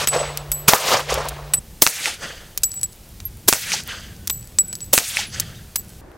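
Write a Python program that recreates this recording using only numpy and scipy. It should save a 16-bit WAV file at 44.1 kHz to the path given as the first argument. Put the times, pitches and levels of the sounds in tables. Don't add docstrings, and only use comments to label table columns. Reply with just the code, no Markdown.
import sys
import numpy as np
from scipy import signal
from scipy.fft import rfft, irfft, next_fast_len
from scipy.io import wavfile
from scipy.ndimage import uniform_filter1d

SR = 44100
rng = np.random.default_rng(int(sys.argv[2]) if len(sys.argv) > 2 else 0)


def int16_out(signal):
    q = np.round(np.clip(np.atleast_2d(signal).T, -1, 1) * 32767)
    wavfile.write(sys.argv[1], SR, q.astype(np.int16))


def voltage_ratio(decibels):
    exponent = np.asarray(decibels, float) / 20
    return 10 ** exponent


N = 272097

LEAD_S = 0.005
SHOT_T = np.arange(SR) / SR - LEAD_S
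GRIT_DB = 3


def colour(x, table):
    hz, db = np.transpose(table)
    f = np.log(np.fft.rfftfreq(len(x), 1 / SR) + 1)
    y = irfft(rfft(x) * voltage_ratio(np.interp(f, np.log(hz), db)), len(x))
    return y / np.sqrt(np.mean(y ** 2))


def bands(x, centres_hz):
    f = np.log(np.fft.rfftfreq(len(x), 1 / SR) + 1)
    centres = np.log(centres_hz)
    spectrum = rfft(x)
    return [irfft(spectrum * np.interp(f, centres, row), len(x)) for row in np.eye(len(centres))]


def add(out, start_s, x):
    i = int(round(start_s * SR))
    a, b = max(i, 0), min(i + len(x), N)
    out[a:b] += x[a - i:b - i]


def walk(rate_hz, size=N):
    hold = int(SR / rate_hz)
    steps = np.repeat(rng.standard_normal(size // hold + 1), hold)
    return 1.41 * uniform_filter1d(steps, hold)[:size]


def gas_blast(spectrum, level_db, hold_s, fall_s, hammer_db):
    hammer = voltage_ratio(hammer_db + 670 * np.minimum(SHOT_T, 0))
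    burst = np.exp(-np.maximum(SHOT_T - hold_s, 0) / fall_s)
    gas = colour(rng.standard_normal(SR), spectrum)
    return voltage_ratio(level_db + GRIT_DB * walk(392, SR)) * gas * np.where(SHOT_T < 0, hammer, burst)


def bank_return(ground, banks, body_db, far_air, spectrum, bounce_s, bounce):
    coarse_s = np.arange(0, 1, .001)
    crest_s, level_db, rise, fall, bass_db = np.transpose(banks)[:, :, None]
    waves_db = level_db - np.maximum(rise * (crest_s - coarse_s), fall * (coarse_s - crest_s))
    near_db, far_db, fade_s = far_air
    treble_db = far_db + (near_db - far_db) * np.exp(-coarse_s / fade_s)

    alike = 0.49
    echo = alike * ground + np.sqrt(1 - alike ** 2) * rng.standard_normal(SR)
    skim = bounce * (SHOT_T > .36) * np.roll(echo, int(bounce_s * SR))
    echo = colour(echo + skim, spectrum)

    lumps_db = 4.5 * SHOT_T * walk(80.1, SR)
    out = np.zeros(SR)
    centres_hz = 150 * 2 ** np.arange(0, 7, .75)
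    for hz, band in zip(centres_hz, bands(echo, centres_hz)):
        bass = (bass_db + body_db * (crest_s > .15)) * np.clip(np.log2(1800 / hz), 0, 1)
        waves = np.sqrt(np.sum(voltage_ratio(waves_db + bass) ** 2, axis=0))
        waves = waves * voltage_ratio(treble_db * max(hz - 3000, 0) / 8000)
        patchy_db = 1.85 * walk(89.12, SR) + 1.27 * walk(25.4, SR)
        level = voltage_ratio(3.5 + patchy_db + lumps_db * (hz < 1500))
        out += (SHOT_T > 0) * band * np.interp(SHOT_T, coarse_s, waves) * level
    return out


def knock(level_db, pitch_hz, cycles):
    u = np.arange(1024) * pitch_hz / cycles / SR
    noise = rng.standard_normal(1024)
    rattle = bands(noise, [pitch_hz / 3, pitch_hz, pitch_hz * 3])[1] * 0.78 * np.exp(-u / 3.4)
    swell = np.sin(np.pi * np.minimum(u, 1) ** 0.46) ** 2
    return voltage_ratio(level_db) * (swell * np.sin(2 * np.pi * cycles * u) + rattle)


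def shots(times, blast, blast_db, fall_s, knocks, banks, far_air, echo_colour, bounce_s, bounce):
    out = np.zeros(N)
    ground = rng.standard_normal(SR)
    for start_s, level_db, body_db, hold_s, hammer_db in times:
        x = gas_blast(blast, blast_db, hold_s, fall_s, hammer_db)
        x += bank_return(ground, banks, body_db, far_air, echo_colour, bounce_s, bounce)
        for delay_s, peak_db, pitch_hz, cycles in knocks:
            i = int((delay_s + LEAD_S) * SR)
            x[i:i + 1024] += knock(peak_db, pitch_hz, cycles)
        add(out, start_s - LEAD_S, voltage_ratio(level_db) * x)
    return out


# start_s, level_db, return_bass_db, blast_hold_s, hammer_db (under the blast)
OPEN_SHOTS = [
    (-.281, -1.1, 1.7, .012, -20),
    (0.6808, 0, 0, 0.013, -18),
]
# pitch_hz, level_db (per Hz)
OPEN_BLAST = [(35, -32), (60, -8), (1080, 4), (2140, -5.5), (2460, 8.5), (2770, -5), (6300, 0.5),
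              (15400, -5.5), (16500, -30.5)]
# delay_s, peak_db, pitch_hz, cycles
OPEN_KNOCKS = [
    (.001, -9.5, 165.5, 2.2),
    (.0537, 3, 814, 3.6),
    (.0545, 7, 2830, 1.4),
    (.065, -18, 6460, 5.5),
    (.205, -10, 650, 1.8),
    (.26, -4, 720, 3),
    (.442, -10, 494, 5.3),
    (.494, -15, 566, 8.7),
]
# crest_s (after the shot), level_db, rise_db_per_s, fall_db_per_s, extra_bass_db
OPEN_BANKS = [
    (.0, -20.5, 900, 122.5, -36.5),
    (0.063, -26, 252, 378, 9.5),
    (0.206, -31, 400, 67, -20),
    (0.258, -17.5, 151.5, 317, 1),
    (0.322, -26.5, 47, 652, 1.5),
    (.37, -40, 150, 67, -23.5),
    (0.418, -24, 752, 75.5, 3),
]
# at_once_db, far_away_db, fade_s
OPEN_AIR = (11.8, -23.5, 0.59)
# pitch_hz, level_db (per Hz)
OPEN_COLOUR = [(59, -51), (100, -13), (283, -20.5), (535, -2), (662, -5), (854, -5), (1310, -4.5),
               (1450, -8.5), (2130, -8), (6700, -13.5), (16000, -26.5)]


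def open_shots():
    return shots(OPEN_SHOTS, OPEN_BLAST, -7.5, 0.005, OPEN_KNOCKS, OPEN_BANKS, OPEN_AIR, OPEN_COLOUR,
                 bounce_s=0.0019, bounce=0.013)


# start_s, level_db, return_bass_db, blast_hold_s, hammer_db (under the blast)
QUIET_SHOTS = [
    (1.82, 0.084, 0.5, 0.0052, -20.5),
    (3.4815, 0.086, -5, 0.0041, -16),
    (4.9327, 0.1, -4.5, 0.0062, -20),
]
# pitch_hz, level_db (per Hz)
QUIET_BLAST = [(35, -54), (60, -18), (342, 2), (2770, -10.5), (3180, -5.5), (7960, -0.5), (8960, -4.5),
               (15000, 0.5), (16500, -1)]
# delay_s, peak_db, pitch_hz, cycles
QUIET_KNOCKS = [
    (0.003, -21.5, 125, 0.56),
    (.046, 5, 1660, 1),
    (0.0454, 7.5, 4500, 1.6),
    (0.0536, -4.5, 1940, 1.5),
    (0.0534, -1, 7330, 3.2),
    (.2373, -6, 2340, 4.5),
    (.237, -16, 5480, 9.5),
    (.255, -24, 848, 12.5),
    (.4, -37, 1800, 5.2),
]
# crest_s (after the shot), level_db, rise_db_per_s, fall_db_per_s, extra_bass_db
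QUIET_BANKS = [
    (.0, -32, 900, 71.4, -27),
    (0.064, -35.5, 900, 268, 9),
    (0.188, -45.5, 840, 33.8, -7),
    (0.258, -25.5, 158, 243, 0),
    (0.323, -35, 15, 850, -7.5),
    (.37, -88.5, 150, 50, -58),
    (0.413, -33.5, 460, 87.5, 6.5),
]
# at_once_db, far_away_db, fade_s
QUIET_AIR = (18.3, -12.5, 0.31)
# pitch_hz, level_db (per Hz)
QUIET_COLOUR = [(59, -66), (100, -50.5), (138, -6), (260, -18.5), (358, -14), (535, -7.5), (800, -10),
                (1050, -13.5), (1500, -6), (2420, -5), (4000, -7), (5600, -7.5), (6350, -7.5),
                (7200, -10.5), (8500, -12.5), (16000, -28.5)]


def suppressed_shots():
    return shots(QUIET_SHOTS, QUIET_BLAST, -0.69, .0062, QUIET_KNOCKS, QUIET_BANKS, QUIET_AIR, QUIET_COLOUR,
                 bounce_s=.00064, bounce=.38)


# start_s, level_5khz_db, level_2500hz_db, level_10khz_db,
# level_14khz_db
CONTACTS = [(0.0731, -14, -15, -16, -6), (0.0739, -9, -8, -20, -21), (0.0791, -17, -12, -30, -33),
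            (0.0867, -13, -14, -6, -15), (0.3736, -16, -20, -13, -13), (0.3744, -18, -26, -25, -19),
            (0.5173, -14, -22, -4, -3), (0.5188, -20, -15, -18, -7), (1.1412, -17, -22, -17, -24),
            (1.1424, -14, -24, -21, -17), (1.2552, -36, -36, -27, -35), (1.2865, -20, -22, -21, -23),
            (1.2872, -23, -23, -25, -23), (1.5361, -18, -21, -13, -11), (1.5368, -14, -12, -15, -13),
            (1.5388, -15, -11, -17, -19), (1.5403, -13, -20, -5, -24),
            (2.5759, -16, -22, -17, -9), (2.5773, -24, -30, -26, -18), (2.634, -12, -19, -9, -24),
            (2.6348, -8, -19, -12, -13), (2.6356, -12, -21, -5, -9), (2.6521, -33, -45, -30, -25),
            (2.6534, -27, -45, -27, -23), (2.6548, -37, -48, -25, -32), (2.718, -19, -39, -23, -32),
            (2.7408, -33, -29, -27, -24), (2.8137, -23, -37, -18, -27), (2.8324, -14, -22, -12, -28),
            (2.8426, -25, -37, -19, -30), (3.2029, -25, -29, -44, -43), (3.2539, -41, -53, -33, -19),
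            (3.8368, -31, -41, -27, -33), (3.8765, -33, -32, -28, -19), (4.2742, -13, -22, -16, -10),
            (4.2981, -12, -20, -13, -14), (4.2989, -17, -28, -18, -24), (4.2996, -22, -22, -26, -19),
            (4.3009, -22, -30, -13, -15), (4.3023, -14, -19, -13, -17), (4.3031, -20, -25, -18, -19),
            (4.5869, -5, -14, -21, -19), (4.6831, -39, -37, -21, -35), (4.7291, -18, -26, -25, -23),
            (4.7537, -15, -33, -17, -24), (4.8059, -22, -34, -39, -41), (5.3985, -16, -23, -12, -19),
            (5.3996, -13, -27, -21, -18), (5.4009, -16, -28, -32, -20), (5.4039, -21, -27, -36, -24),
            (5.7578, -16, -16, -10, -15), (5.7595, -10, -21, -3, -11), (5.7621, -8, -17, -6, -4),
            (2.6213, -37, -46, -37, -45), (2.6898, -46, -50, -32, -42), (2.6939, -34, -49, -32, -39),
        (2.7354, -32, -46, -28, -43), (2.7646, -40, -52, -32, -39), (2.7654, -36, -53, -46, -38),
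        (2.7756, -30, -39, -29, -37), (2.7954, -30, -46, -32, -34), (2.9229, -45, -48, -37, -47),
        (2.9265, -36, -48, -37, -45), (2.9308, -32, -45, -33, -48), (2.9616, -48, -48, -44, -37),
        (3.0907, -50, -48, -37, -37), (3.2021, -29, -41, -43, -38), (3.3721, -41, -47, -36, -34),
        (4.1654, -38, -46, -45, -37), (4.3378, -31, -43, -29, -33), (4.342, -41, -49, -33, -37),
        (4.4107, -42, -49, -31, -35), (4.4285, -36, -40, -42, -41), (4.4448, -40, -50, -38, -41),
        (4.4542, -43, -47, -45, -38), (4.4743, -34, -47, -32, -32), (4.5214, -50, -40, -52, -52),
        (4.7875, -40, -41, -37, -35), (4.8132, -35, -38, -44, -41), (4.8302, -30, -41, -45, -37),
        (4.8446, -33, -42, -31, -41), (4.8632, -37, -51, -31, -37), (5.4955, -39, -43, -40, -37),
        (5.7962, -33, -43, -30, -28), (5.8099, -37, -46, -38, -32), (5.8478, -43, -54, -37, -44),
        (5.8839, -46, -53, -35, -47), (5.8929, -36, -53, -35, -42), (5.8959, -45, -49, -37, -45),
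        (5.901, -43, -51, -35, -42), (5.9046, -39, -41, -37, -51), (5.935, -40, -38, -48, -44),
        (6.1171, -54, -37, -48, -50)]


def case_clicks():
    out, n = np.zeros(N), 512
    f = np.log(np.fft.rfftfreq(n, 1 / SR) + 30)
    points = np.log([200, 800, 1700, 3300, 4500, 6500, 9000, 11000, 13000])
    for start_s, mid, low, high, top in CONTACTS:
        ripple = rng.standard_normal(24)
        db = np.interp(f, points, [low - 14, low - 4, low, low, mid, mid, high, high, top])
        db += 17 + 1.5 * np.interp(np.arange(len(f)), np.linspace(0, len(f), len(ripple)), ripple)
        cepstrum = irfft(np.log(voltage_ratio(db)), n)
        cepstrum[1:n // 2] *= 2
        cepstrum[n // 2 + 1:] = 0
        add(out, start_s - .0001, irfft(np.exp(rfft(cepstrum)), n) * np.sign(ripple[0]))
    return out


# start_s, level_db, tilt_db (per octave)
SKIDS = [(.074, -13, -4), (0.086, -22, -4), (.374, -22, -2), (.518, -16, 2), (1.142, -20, 0),
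         (1.287, -21, 4), (1.5385, -17.5, -3), (2.576, -18.5, 1.5), (2.636, -12, 4.5), (2.652, -39, 9),
         (2.718, -36, 4), (2.831, -24, 6.5), (3.203, -33.5, -3.5), (3.523, -16, 13), (4.275, -21, 1.5),
         (4.3, -22, -4), (4.586, -27, -2), (4.728, -32, -4), (4.753, -31, 3), (4.806, -35, 2),
         (4.975, -7, 10), (5.399, -12, 5), (5.76, -24, -3), (5.76, -14.5, 6)]


def skids():
    out, t = np.zeros(N), np.arange(2048) / SR
    for start_s, level_db, tilt_db in SKIDS:
        spectrum = [(400, -12.5 - 2.77 * tilt_db), (2500, -3.5 - 2.1 * tilt_db),
                    (6000, 3.5), (14000, -6.0 + tilt_db)]
        grit = colour(rng.standard_normal(len(t)), spectrum)
        add(out, start_s, voltage_ratio(level_db + GRIT_DB * walk(700, len(t))) * grit * np.exp(-t / 0.0047))
    return out


def rings(table, ring_time, start_rad):
    out = np.zeros(N)
    base_s, gain = ring_time
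    for start_s, pitch_hz, level_db, beat_hz, length_s in table:
        t = np.arange(int(length_s * SR)) / SR
        lower = np.sin(2 * np.pi * (pitch_hz - beat_hz / 2) * t)
        upper = .78 * np.sin(2 * np.pi * (pitch_hz + beat_hz / 2) * t + start_rad)
        choke = np.clip((length_s - t) / 0.0013, 0, 1) * np.clip(t / .0003, 0, 1)
        t60_s = base_s + gain * length_s
        add(out, start_s, voltage_ratio(level_db - 60 * t / t60_s) * (lower + upper) * choke / 2)
    return out * voltage_ratio(.7 * walk(70))


LOW_A, LOW_B, LOW_C, LOW_D, LOW_E, LOW_F = 7930, 7903, 7957, 7838, 7862, 7833
UP_A, UP_B, UP_C, UP_D, UP_E, UP_F = 11950, 11970, 12060, 12040, 12100, 12140
# start_s, pitch_hz, level_db, beat_hz, stopped_after_s
LOW_RINGS = [(.073, LOW_A, -14, 5.0, .013), (.086, LOW_A, -11, 4.0, .045), (.517, LOW_B, -17, 1.5, .17),
             (1.536, LOW_C, -6, 17, .03), (2.635, LOW_D, -10, 7.0, .066), (2.741, LOW_D, -27, 30, .015),
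             (2.832, LOW_D, -12, 12, .032), (4.298, LOW_E, -18, 62, .26), (4.587, LOW_E, -3, 11, .034),
             (4.728, LOW_E, -21, 20, .025), (4.755, LOW_E, -32, 12, .04), (4.845, LOW_E, -36, 1.5, .085)]
UPPER_RINGS = [(.074, UP_A, -19, 5.0, .022), (.096, UP_A, -37, 8.0, .07), (.517, UP_B, -16, 10, .008),
               (1.5395, 10980, -8, 30, .005), (1.544, 10980, -22, 22, .05), (5.402, 7500, -38, 8.0, .09),
               (1.542, UP_C, -24, 8.0, .048), (2.69, UP_D, -36, 20, .05), (2.742, UP_D, -34, 9.0, .08),
               (2.833, UP_D, -27, 12, .03), (3.253, 12610, -18, 14, .033), (4.307, UP_E, -18, 45, .13),
               (4.587, UP_E, -23, 14, .11), (4.588, 15710, -36, 25, .06), (4.845, UP_E, -39, 3.0, .07),
               (5.268, 10100, -34, 6.0, .09), (5.765, 11350, -31, 30, .1), (5.768, 14900, -27, 25, .055)]
# start_s, pitch_hz, level_db, turns_hz, stopped_after_s
SWELLS = [(.126, LOW_A, -19, 58, .055), (.178, LOW_A, -19, 22, .045), (.19, LOW_A, -23, 4.5, .17),
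          (.385, LOW_A, -37, 28, .035), (.525, UP_B, -20, 28, .036), (.555, UP_B, -26, 10, .1),
          (1.567, LOW_C, -16, 36, .027), (2.638, UP_D, -22, 22, .06), (2.70, LOW_D, -23, 24, .041),
          (2.862, LOW_D, -43, 9.0, .07), (2.752, LOW_D, -20, 19, .052), (2.805, LOW_D, -28, 38, .026),
          (4.602, LOW_E, -22, 31, .066), (4.672, LOW_E, -24, 17, .056), (4.73, UP_E, -36, 4.0, .1),
          (4.808, LOW_E, -23, 25, .04), (5.768, LOW_F, -25, 24, .05), (5.77, UP_F, -24, 28, .04),
          (5.885, LOW_F, -50, 8.0, .1)]
# base_s, gain (s per s of flight)
LOW_T60, UPPER_T60, SWELL_T60 = (.15, .85), (.1, .9), (.4, .05)


def case_rings():
    struck = rings(LOW_RINGS, LOW_T60, 0) + rings(UPPER_RINGS, UPPER_T60, 0)
    return struck + rings(SWELLS, SWELL_T60, np.pi)


# start_s, length_s, from_hz, to_hz, level_db
CHIRPS = [
    (4.065, .13, 1830, 1470, -56),
    (4.17, .13, 1450, 1540, -59),
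    (4.54, .08, 2350, 2650, -57),
    (4.61, .13, 1460, 1540, -55),
    (4.68, .08, 2450, 2250, -58),
    (5.54, .062, 3660, 3770, -44),
    (5.81, .07, 1560, 1400, -58),
    (5.88, .11, 1590, 1500, -59),
]


def bird():
    out, waver = np.zeros(N), walk(100)
    for start_s, length_s, from_hz, to_hz, level_db in CHIRPS:
        t = np.arange(int(length_s * SR)) / SR
        hz = to_hz + (from_hz - to_hz) * (1 - t / length_s) ** 1.7
        hz = hz * (1 + .003 * waver[int(start_s * SR):][:len(t)])
        edge = np.clip(np.minimum(t, length_s - t) / 0.025, 0, 1) ** 2
        add(out, start_s, voltage_ratio(level_db) * edge * np.sin(2 * np.pi * np.cumsum(hz) / SR))
    return out * voltage_ratio(1.5 * walk(27))


def motor():
    t = np.arange(N) / SR
    hum = voltage_ratio(-35 + .7 * walk(8)) * np.sin(2 * np.pi * 145.3 * t)
    whine = air([(15200, -60), (15700, 0), (16200, -60)], -60)
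    return hum + whine


def air(spectrum, level_db, gust_db=0):
    centres_hz = np.array([30, 60, 120, 240, 500, 1500, 6000])
    noise = colour(rng.standard_normal(next_fast_len(N, True)), spectrum)
    out = np.zeros(N)
    for hz, band in zip(centres_hz, bands(noise, centres_hz)):
        unsteady_db = min(300 / hz, 2.5) * walk(9) + gust_db * (100 < hz < 300)
        out += band[:N] * voltage_ratio(unsteady_db)
    return voltage_ratio(level_db) * out


CUTS_S = (1.59, 6.012)
# pitch_hz, level_db (per Hz)
FIRST_AIR = [(12, -32), (25, -34), (56, 0), (100, -14), (200, -33.5), (450, -16), (1690, -30),
             (4410, -33.5), (6350, -37.5), (15200, -40.5), (16500, -65)]
SECOND_AIR = [(12, -47.5), (20, -8), (91, -4.5), (230, -13), (273, -26.5), (305, -19), (452, -24.5),
              (535, -25.5), (670, -29), (750, -28.5), (1050, -34.5), (1240, -35), (4410, -35), (15200, -36),
              (16500, -45)]
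THIRD_AIR = [(12, -23), (20, 6.5), (212, -10.5), (297, -7), (382, -5.5), (416, -8.5), (599, -10.5),
             (1650, -19.5), (2730, -31.5), (15200, -41), (16500, -61)]
# time_s, level_db
GUST = [
    (1.6, -1.5),
    (2.0, -9),
    (3.3, -4),
    (3.7, 7.5),
    (4.1, 0),
    (4.5, -2.5),
    (5.3, 3.5),
    (6.0, -2),
]


def background():
    t = np.arange(N) / SR
    first, second = (np.clip((cut_s - t) / 0.0019, 0, 1) for cut_s in CUTS_S)
    gust_db = np.interp(t, *np.transpose(GUST))
    x = first * (air(FIRST_AIR, -38.5) + motor())
    x += (second - first) * air(SECOND_AIR, -39.5, gust_db)
    x += (1 - second) * air(THIRD_AIR, -43.5) + bird()
    duck_db = np.zeros(N)
    for table, depth_db, recover_s in [(OPEN_SHOTS, -22, 0.25), (QUIET_SHOTS, -14, 0.22)]:
        for start_s, *_ in table:
            duck_db += depth_db * (t > start_s) * np.exp(-((t - start_s) / recover_s) ** 2)
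    return x * voltage_ratio(duck_db)


def width():
    last = np.arange(N) / SR > CUTS_S[1]
    return last * air([(60, -43.0)] + THIRD_AIR[2:], -52.5)


def scene():
    mono = open_shots() + suppressed_shots() + case_clicks() + skids() + case_rings() + background()
    side = width()
    return np.array([mono + side, mono - side])


def band_limit(x):
    return signal.sosfilt(signal.butter(12, 17070, fs=SR, output="sos"), x)


def record(dry):
    low_pass = signal.ellip(8, .2, 60, 15900, fs=SR, output="sos")
    cut = signal.sosfilt(low_pass, np.clip(dry, -1.3, 1.3))
    high_pass = signal.butter(1, 900, "highpass", fs=SR, output="sos")
    opposite = np.array([[1], [-1]])
    difference = voltage_ratio(-37) * walk(400) * opposite * signal.sosfilt(high_pass, cut)
    return band_limit(np.clip(cut + difference, -1, 1))


dry = scene()
out = record(dry)
int16_out(out)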